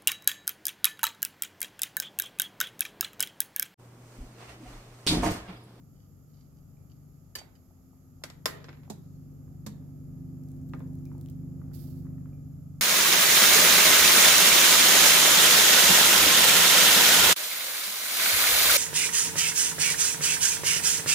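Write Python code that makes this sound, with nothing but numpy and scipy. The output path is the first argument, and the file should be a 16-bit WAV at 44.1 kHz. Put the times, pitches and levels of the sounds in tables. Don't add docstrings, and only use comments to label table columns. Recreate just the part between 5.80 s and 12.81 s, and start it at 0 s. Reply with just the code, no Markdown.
import sys
import numpy as np
from scipy import signal
from scipy.fft import rfft, irfft, next_fast_len
from scipy.io import wavfile
from scipy.ndimage import uniform_filter1d

SR = 44100
rng = np.random.default_rng(int(sys.argv[2]) if len(sys.argv) > 2 else 0)


def master(y):
    cut = np.clip(np.atleast_2d(y).T, -1, 1)
    pcm = np.round(cut * 32767)
    wavfile.write(sys.argv[1], SR, pcm.astype(np.int16))


N = 309141
TIME = np.arange(N) / SR
SHORT = TIME[:SR // 2]
CUTOFF_HZ = 16100

# f/Hz, relative level/dB per Hz
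AIR_COLOUR = [(22, -27.5), (45, -0.5), (70, -4.5), (90, 2), (110, -3.5), (230, -8.5), (330, -15.5),
              (500, -21.5), (800, -25.5), (1020, -34.5), (1260, -23.5), (1550, -37.5), (3500, -45),
              (8000, -69)]
HISS_COLOUR = [(2000, -19), (3800, -19.5), (5000, -7.5), (6000, -9.5), (7000, 0), (8200, -15.5),
               (9800, -15.5), (11000, -4), (12200, -1.5), (12900, -9.5), (13500, -18.5), (16000, -19.5)]
# f/Hz, correlation (1 = alike)
STEREO_LIKENESS = [(60, 0.9), (250, 0.61), (640, 0.35), (1400, 0.12), (3000, 0), (16000, 0)]
# f/Hz, left minus right level/dB
AIR_BALANCE = [(180, 4), (700, -2.5), (3000, -1), (4800, -5.5), (6800, -1), (10000, -2.5), (11200, -5.5),
               (12300, -14.5), (15000, -6.5)]
# f/Hz, t60/s
YARD_DECAY_TIMES = [(200, 0.73), (1800, 0.47), (4500, 0.27), (12000, 0.22)]

# multiple of the base pitch, relative level/dB
FIRING_HARMONICS = [(2, -14), (3, -18.5), (4, -6.5), (5, -6.5), (6, 0.5), (7, -9.5), (8, -18), (9, -18.5),
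                    (10, -15.5), (11, -14), (12, -18.5)]
FAN_HARMONICS = [(1, -5.5), (2, -0.5), (3, -0.5), (4, -12.5)]
# f/Hz, relative level/dB per Hz
RUMBLE_COLOUR = [(20, -37), (42, -10), (65, -9.5), (90, 2.5), (120, -3.5), (250, 2.5), (350, -9),
                 (500, -12), (750, -20), (1000, -31.5), (2500, -41), (6000, -79)]
# t/s, level/dB
FIRING_LEVEL = [(0.08, -55.5), (0.19, -59), (1.2, -54.5), (1.85, -67.5), (2.76, -52), (4.88, -43),
                (6.33, -42), (6.9, -46)]
FIRING_HZ, FAN_HZ = 24.45, 86.4
PHASE_ORIGIN_S = 5.68
HUM_CENTRED_DB, HUM_LEAN = -45.5, 0.22
FAN_QUIET_DB, FAN_LOUD_DB = -74, -48
FAN_FULL_S, FAN_FADES_S = 4.84, 6.265
FAN_RISE_DB_PER_S, FAN_FALL_DB_PER_S = 6.5, 2.5

RUSTLE_S, RUSTLE_WIDTH_S, RUSTLE_TICKS_PER_S = 3.3, .11, 300
# t/s, level/dB
PLINK_EVENTS = [(0.969, -65), (5.262, -58.5), (6.53, -63)]
PLINK_HZ, PLINK_T60_S = 2350, .025
# t/s, level/dB, f/Hz
LOUD_DROPS = [(4.6872, -53.5, 6650), (4.896, -52.5, 11300), (5.1538, -51, 12700), (5.2542, -49.5, 5320),
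              (5.4126, -45, 12300), (5.4605, -50, 3120), (5.487, -52.5, 3160), (5.4992, -47, 12240)]
# start t/s, end t/s
DRAINING_SPANS = [(4.6, 5.56)]
DROPS_PER_S, SMALL_DROP_DB, SMALL_DROP_HZ = 16, -57, 7400
SCATTER_DB, SCATTER_OCTAVES = 3, 0.58
# f/Hz, relative level/dB per Hz
SIZZLE_SPECTRUM = [(2500, -15), (3800, -9), (4900, -2), (6000, -9), (9800, -9), (10800, -4), (12500, 1),
                   (14000, -3), (16000, -5)]
SIZZLE_START_S, SIZZLE_DB, SIZZLE_ATTACK_S = 5.932, -58.8, 0.0026
SIZZLE_FADE_DB_PER_S, SIZZLE_LASTS_S = 47, 0.37
# t/s, level/dB, starting bubble f/Hz
LOUD_SLOPS = [(1.615, -42, 690), (1.907, -56, 705), (2.132, -56, 680), (2.419, -48, 680), (3.078, -50, 784),
              (4.09, -53.5, 785), (5.316, -46, 1004), (5.349, -49, 800), (5.816, -49, 1120),
              (5.915, -53, 1270), (6.253, -55, 1090), (6.266, -52.5, 1200), (6.381, -56.5, 1240),
              (6.457, -50.5, 1270)]
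# start t/s, end t/s
STIRRING_SPANS = [(3.6, 4.3), (5.7, 6.4)]
SLOPS_PER_S, SMALL_SLOP_DB, SMALL_SLOP_HZ = 3, -59, 800

# f/Hz, width/Hz, relative level/dB
POT_MODES = [(338.3, 8, -9), (458, 50, -5), (619, 40, -5), (807, 34, -8.5), (1052, 25, -3), (1228, 16, -2),
             (1394, 16, -5), (1560, 13, -4), (1995, 14, -6), (2196, 17, -8), (2702, 32, -7.5),
             (3542, 55, 0.5), (4059, 70, -7), (4226, 60, -5), (5060, 34, -4), (5150, 24, -10),
             (5420, 70, 0), (5500, 70, -6.5), (6525, 45, -9), (7060, 75, -4.5), (7450, 50, -8),
             (10900, 50, -12), (12650, 40, -15)]
LADLE_MODES = [(1402, 80, -6), (1750, 60, 4), (2945, 90, -4), (4470, 85, 0.5), (4930, 70, 4),
               (7305, 60, -4.5), (8370, 40, -9), (10180, 60, -10), (12368, 55, -8.5), (13197, 55, -4)]
BOWL_MODES = [(3050, 36, -2), (3844, 60, -8), (4630, 14, -2), (4740, 36, 3), (4915, 30, -6), (6298, 70, 3),
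              (8095, 40, -9)]
# f/Hz, relative level/dB per Hz
DRY_WASH = [(80, -9), (200, 0), (470, 3), (700, -1), (1300, -2), (2200, -2), (3000, -9), (3500, -6),
            (5200, -5.5), (7500, -9.5), (8800, -18), (11000, -11.5), (13000, -13.5), (16000, -21.5)]
SUNK_WASH_COLOUR = [(100, -3), (200, 5), (520, -7), (750, -12), (1300, -19.5), (2000, -21.5), (3000, -27),
                    (3900, -19), (7600, -19), (9000, -29.5), (11500, -24), (16000, -36)]
BLOW_EDGES = [120, 500, 2500, 8000, 16000]
CLANK_BANDS = [-6, -1, 2, -4]
BUMP_BANDS = [3, -3, -0.5, -4]
CLINK_BANDS = [-13, -2, 5, 0]

# t/s, length/s, level/dB
SPOON_STROKES = [(0.121, 0.17, -79.5), (0.467, 0.22, -78.5), (0.758, 0.045, -79), (1.092, 0.048, -73)]
SPOON_CATCHES_PER_S = 590
# t/s, level/dB, contact cut-off f/Hz, ladle ring over bowl level/dB
CLINK_EVENTS = [(1.553, -39.5, 17000, 7), (1.585, -48.5, 7950, -10), (1.753, -69, 6000, 0)]
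# t/s, click level/dB, thud level/dB, knock f/Hz, knock level/dB
BUMP_EVENTS = [(3.099, -45, -41.5, 700, -42), (3.863, -45, -35.5, 1100, -52.5)]
DRAG_START_S, DRAG_LASTS_S, DRAG_DB, DRAG_FADE_DB_PER_S = 2.7, 0.38, -57.5, 45
DRAG_CATCHES_PER_S, DRAG_CONTACT_HZ = 300, 3600
# t/s, level/dB, contact cut-off f/Hz, f/Hz that the struck place favours
CLANK_EVENTS = [(2.436, -39.5, 14100, 626), (2.499, -52, 11000, 1980), (2.656, -27, 17000, 5270),
                (2.841, -53.5, 5470, 1600), (2.883, -48, 1800, 810), (2.889, -49.5, 3000, 1700),
                (2.927, -57, 3000, 1400), (3.05, -63, 1800, 2200), (4.934, -38.5, 1300, 1250),
                (5.002, -46.5, 900, 810), (5.014, -56, 1200, 500)]
FAVOURED_DB, FAVOURED_OCTAVES = 7, .17


def from_db(db):
    return 10 ** (np.asarray(db) / 20)


def rms_one(x):
    return x / np.sqrt(np.mean(x ** 2) + 1e-20)


def in_time(rows):
    s, *columns = np.transpose(rows)
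    return [np.interp(TIME, s, column) for column in columns]


def at_hz(points, hz):
    table_hz, values = np.transpose(points)
    return np.interp(np.log(hz + 1), np.log(table_hz), values)


def band(x, low, high):
    return signal.sosfilt(signal.butter(3, [low, min(high, .45 * SR)], "band", fs=SR, output="sos"), x)


def softened(sound, contact_hz):
    return signal.sosfilt(signal.butter(2, min(contact_hz, .45 * SR), fs=SR, output="sos"), sound)


def fade(t60):
    return from_db(-60 * SHORT / t60)


def pan(db):
    return from_db(np.array([[1], [-1]]) * db / 2)


def add(out, s, sound):
    start = int(s * SR)
    out[:, start:start + sound.shape[1]] += sound[:, :N - start]


def scattered(spans, per_s, db, hz):
    slots = np.concatenate([np.arange(start, end - .5 / per_s, 1 / per_s) for start, end in spans])
    late, size, pitch = rng.uniform(-0.83, 1, (len(slots), 3)).T
    times = slots + (1 + late) / 2 / per_s
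    return np.transpose([times, db + SCATTER_DB * size, hz * 2 ** (SCATTER_OCTAVES * pitch)])


def air_noise(size, colour=None, balance=None):
    padded = next_fast_len(size)
    mid, side = rfft(rng.standard_normal((2, padded)))
    hz = np.arange(len(mid)) * SR / padded
    alike = np.clip(at_hz(STEREO_LIKENESS, hz), -1, 1)
    both = np.sqrt(1 + alike) * mid + np.sqrt(1 - alike) * side * [[1], [-1]]
    if colour is not None:
        both = both * from_db(at_hz(colour, hz))
    if balance is not None:
        both = both * from_db(at_hz(balance, hz) * [[.5], [-.5]])
    return rms_one(irfft(both, padded)[:, :size])


def in_yard(sound, wet_db):
    edges = np.geomspace(100, 17000, 8)
    noise = air_noise(len(SHORT))
    tail = 0
    for low, high in zip(edges, edges[1:]):
        t60 = at_hz(YARD_DECAY_TIMES, np.sqrt(low * high))
        tail = tail + band(noise, low, high) * fade(t60)
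    tail = rms_one(tail * (1 - np.exp(-SHORT / .004))) / np.sqrt(len(SHORT))
    echoes = signal.fftconvolve(sound, tail, axes=1)[:, :len(SHORT)]
    return sound + from_db(wet_db) * echoes


def ringing(modes, damping):
    hz, width, db = np.transpose(modes)[:, :, None]
    ear_shift = rng.normal(0, 1, (2, *hz.shape)) * np.minimum(hz / 2400, 1.8)
    phase = rng.uniform(0, 2 * np.pi, hz.shape) + ear_shift
    decay = np.exp(-np.pi * width * damping * SHORT)
    partials = np.sin(2 * np.pi * hz * SHORT + phase) * decay
    return rms_one(np.sum(from_db(db) * np.sqrt(width) * partials, axis=1))


def blow(ring, wash, band_db, crack_t60, clatter_t60, clatter_db, wet_db, rise_s):
    crack = rms_one(air_noise(len(SHORT), wash) * fade(crack_t60))
    clatter = from_db(clatter_db) * rms_one(air_noise(len(SHORT), wash) * fade(clatter_t60))
    rise = 1 - np.exp(-SHORT / rise_s)
    sound = in_yard((crack + clatter) * rise, wet_db) + ring * rise
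    out = 0
    for low, high, db in zip(BLOW_EDGES, BLOW_EDGES[1:], band_db):
        part = band(sound, low, high)
        power = uniform_filter1d(np.mean(part ** 2, axis=0), size=SR // 200, mode="constant")
        out = out + from_db(db) * part / np.sqrt(power.max())
    return out


def background():
    air = from_db(-57.0) * air_noise(N, AIR_COLOUR, AIR_BALANCE)
    hiss = from_db(-71.5) * air_noise(N, HISS_COLOUR, AIR_BALANCE)
    return air + hiss


def hum(base_hz, orders, waver_db, spread):
    out, knots = 0, np.linspace(0, N / SR, 40)
    for multiple, db in orders:
        hz = base_hz * multiple
        smear = ((hz - 2 * FAN_HZ) / 42) ** 2 + rng.normal() * (hz - 2 * FAN_HZ) / 40
        waver = np.interp(TIME, knots, rng.standard_normal(len(knots)))
        ears = spread * rng.choice([-1, 1]) * np.array([[1], [-1]])
        line = np.cos(2 * np.pi * hz * (TIME - PHASE_ORIGIN_S) + smear + ears)
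        out = out + from_db(db + waver_db * waver) * np.sqrt(2) * line
    return out


def engine():
    firing_db, = in_time(FIRING_LEVEL)
    rise_db = FAN_RISE_DB_PER_S * np.maximum(FAN_FULL_S - TIME, 0)
    fan_db = np.maximum(FAN_LOUD_DB - rise_db, FAN_QUIET_DB)
    fall_db = FAN_FALL_DB_PER_S * np.maximum(TIME - FAN_FADES_S, 0)
    fan_orders = [(multiple, db - fall_db * multiple ** 2) for multiple, db in FAN_HARMONICS]
    lean = pan(HUM_LEAN * (HUM_CENTRED_DB - firing_db))
    firing = from_db(firing_db - 0.13) * lean * hum(FIRING_HZ, FIRING_HARMONICS, waver_db=0.33, spread=0.3)
    fan = from_db(fan_db) * pan(-1.2) * hum(FAN_HZ, fan_orders, waver_db=2.0, spread=0.14)
    rumble = from_db(firing_db - 10.5 - 2 * fall_db) * pan(-0.72) * air_noise(N, RUMBLE_COLOUR)
    return firing + fan + rumble


def wet_beans():
    per_s = 14 + RUSTLE_TICKS_PER_S * np.exp(-((TIME - RUSTLE_S) / RUSTLE_WIDTH_S) ** 2)
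    ticks = (rng.random(N) < per_s / SR) * from_db(rng.normal(0, 2.8, N))
    tick = in_yard(band(air_noise(len(SHORT)), 3800, 7000) * fade(.025), wet_db=-5.0)
    return from_db(-70) * pan(-1.7) * signal.fftconvolve(ticks[None], tick, axes=1)[:, :N]


def plinks():
    out = np.zeros((2, N))
    tone = np.sin(2 * np.pi * PLINK_HZ * SHORT * (1 + 1.5 * SHORT))
    bubble = tone * fade(PLINK_T60_S) * (1 - np.exp(-SHORT / 0.00071))
    for s, db in PLINK_EVENTS:
        add(out, s, from_db(db) * in_yard(pan(-1.2) * bubble, wet_db=-1.5))
    return out


def drips():
    out = np.zeros((2, N))
    small_drops = scattered(DRAINING_SPANS, DROPS_PER_S, SMALL_DROP_DB, SMALL_DROP_HZ)
    for s, db, hz in [*LOUD_DROPS, *small_drops]:
        tick = np.sin(2 * np.pi * hz * SHORT) * fade(12 / hz)
        spray = 1.3 * band(rng.standard_normal((2, len(SHORT))), 4200, 20000) * fade(0.0044)
        add(out, s, from_db(db) * in_yard(tick + spray, wet_db=-6.5))
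    return pan(-1.6) * out


def sizzle():
    age = np.maximum(TIME - SIZZLE_START_S, 0)
    wet = (1 - np.exp(-age / SIZZLE_ATTACK_S)) * np.clip(1 - (age / SIZZLE_LASTS_S) ** 4, 0, 1)
    grain = rms_one(uniform_filter1d(rng.standard_normal(N), size=50))
    flutter = rms_one(uniform_filter1d(rng.standard_normal(N), size=900))
    level_db = SIZZLE_DB - SIZZLE_FADE_DB_PER_S * age + 1.9 * grain + 1.1 * flutter
    return wet * from_db(level_db) * pan(-18.0) * air_noise(N, SIZZLE_SPECTRUM)


def slops():
    out = np.zeros((2, N))
    small_slops = scattered(STIRRING_SPANS, SLOPS_PER_S, SMALL_SLOP_DB, SMALL_SLOP_HZ)
    for s, db, hz in [*LOUD_SLOPS, *small_slops]:
        bubble = .8 * np.sin(2 * np.pi * hz * SHORT * (1 + 6 * SHORT)) * fade(15 / hz)
        splash = rms_one(band(air_noise(len(SHORT)), .65 * hz, 1.47 * hz))
        smack = .58 * splash * (fade(0.019) + 0.06 * fade(0.21))
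        rise = 1 - np.exp(-SHORT / 0.00031)
        add(out, s, from_db(db) * in_yard((bubble + smack) * rise, wet_db=-8.5))
    return pan(-2.2) * out


def spoon_slides():
    out = np.zeros((2, N))
    for s, length, db in SPOON_STROKES:
        stroke = np.sin(np.pi * np.minimum(SHORT / length, 1))
        catches = (rng.random(len(SHORT)) < SPOON_CATCHES_PER_S / SR) * rng.normal(0, 1, len(SHORT))
        scratch = 1.8 * rms_one(air_noise(len(SHORT)) * fade(0.011))
        body = band(ringing(BOWL_MODES, damping=2.6) + scratch, 1900, 6600)
        scrape = signal.fftconvolve((catches * stroke)[None], body, axes=1)[:, :len(SHORT)]
        gain = from_db(db) * np.sqrt(length / SHORT[-1])
        add(out, s, gain * in_yard(rms_one(scrape), wet_db=-11.0))
    return pan(-1.9) * out


def bowl_clinks():
    out = np.zeros((2, N))
    for s, db, contact_hz, ladle_db in CLINK_EVENTS:
        ladle = from_db(ladle_db) * ringing(LADLE_MODES, damping=1)
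        ring = from_db(6.0) * rms_one(ringing(BOWL_MODES, damping=1) + ladle)
        sound = blow(ring, DRY_WASH, db + np.array(CLINK_BANDS), crack_t60=0.04, clatter_t60=0.11,
                     clatter_db=-2.5, wet_db=-10, rise_s=0.0045)
        add(out, s - .001, softened(sound, contact_hz))
    return from_db(0.5) * pan(-3.5) * out


def bottom_bumps():
    out = np.zeros((2, N))
    for s, db, thud_db, knock_hz, knock_db in BUMP_EVENTS:
        click = blow(0, SUNK_WASH_COLOUR, db + np.array(BUMP_BANDS), crack_t60=0.047, clatter_t60=0.094,
                     clatter_db=-3, wet_db=-10.5, rise_s=0.0015)
        hollow = band(air_noise(len(SHORT)), 0.764 * knock_hz, 1.25 * knock_hz)
        knock = from_db(knock_db) * rms_one(hollow) * fade(.12)
        thud = from_db(thud_db) * np.sin(2 * np.pi * 210 * SHORT) * fade(0.26)
        body = (knock + thud) * (1 - np.exp(-SHORT / .002))
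        add(out, s, click + body)
    return from_db(1.65) * pan(-3.5) * out


def ladle_drag():
    out = np.zeros((2, N))
    catches = (rng.random(len(SHORT)) < DRAG_CATCHES_PER_S / SR) * rng.exponential(1, len(SHORT))
    stirred = signal.fftconvolve(catches, fade(0.025))[:len(SHORT)]
    scrape = rms_one(softened(stirred * air_noise(len(SHORT), DRY_WASH), DRAG_CONTACT_HZ))
    pressure = from_db(DRAG_DB - DRAG_FADE_DB_PER_S * SHORT) * (SHORT < DRAG_LASTS_S)
    add(out, DRAG_START_S, in_yard(pressure * scrape, wet_db=-6.0))
    return pan(-1.6) * out


def pot_clanks():
    out = np.zeros((2, N))
    hz, width, mode_db = np.transpose(POT_MODES)
    for s, db, contact_hz, favoured_hz in CLANK_EVENTS:
        octaves_away = np.log2(hz / favoured_hz)
        lift_db = FAVOURED_DB * np.exp(-(octaves_away / FAVOURED_OCTAVES) ** 2)
        pressed = 1 + np.clip((-28 - db) / 20, 0, 1)
        pot = ringing(np.transpose([hz, width, mode_db + lift_db]), damping=pressed)
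        ring = from_db(-0.5) * pot + from_db(-14) * ringing(LADLE_MODES, damping=1)
        sound = blow(ring, DRY_WASH, db + np.array(CLANK_BANDS), crack_t60=0.012, clatter_t60=0.078,
                     clatter_db=-3.5, wet_db=-8.8, rise_s=0.00043)
        add(out, s + .001, softened(sound, contact_hz))
    return from_db(2.0) * pan(-1.0) * out


def scene():
    distant = background() + engine()
    food = wet_beans() + plinks() + drips() + sizzle() + slops()
    metal = spoon_slides() + bowl_clinks() + bottom_bumps() + ladle_drag() + pot_clanks()
    return distant + food + metal


def record(dry):
    return signal.sosfilt(signal.ellip(10, .3, 80, CUTOFF_HZ, fs=SR, output="sos"), dry)


dry = scene()
out = record(dry)
master(out)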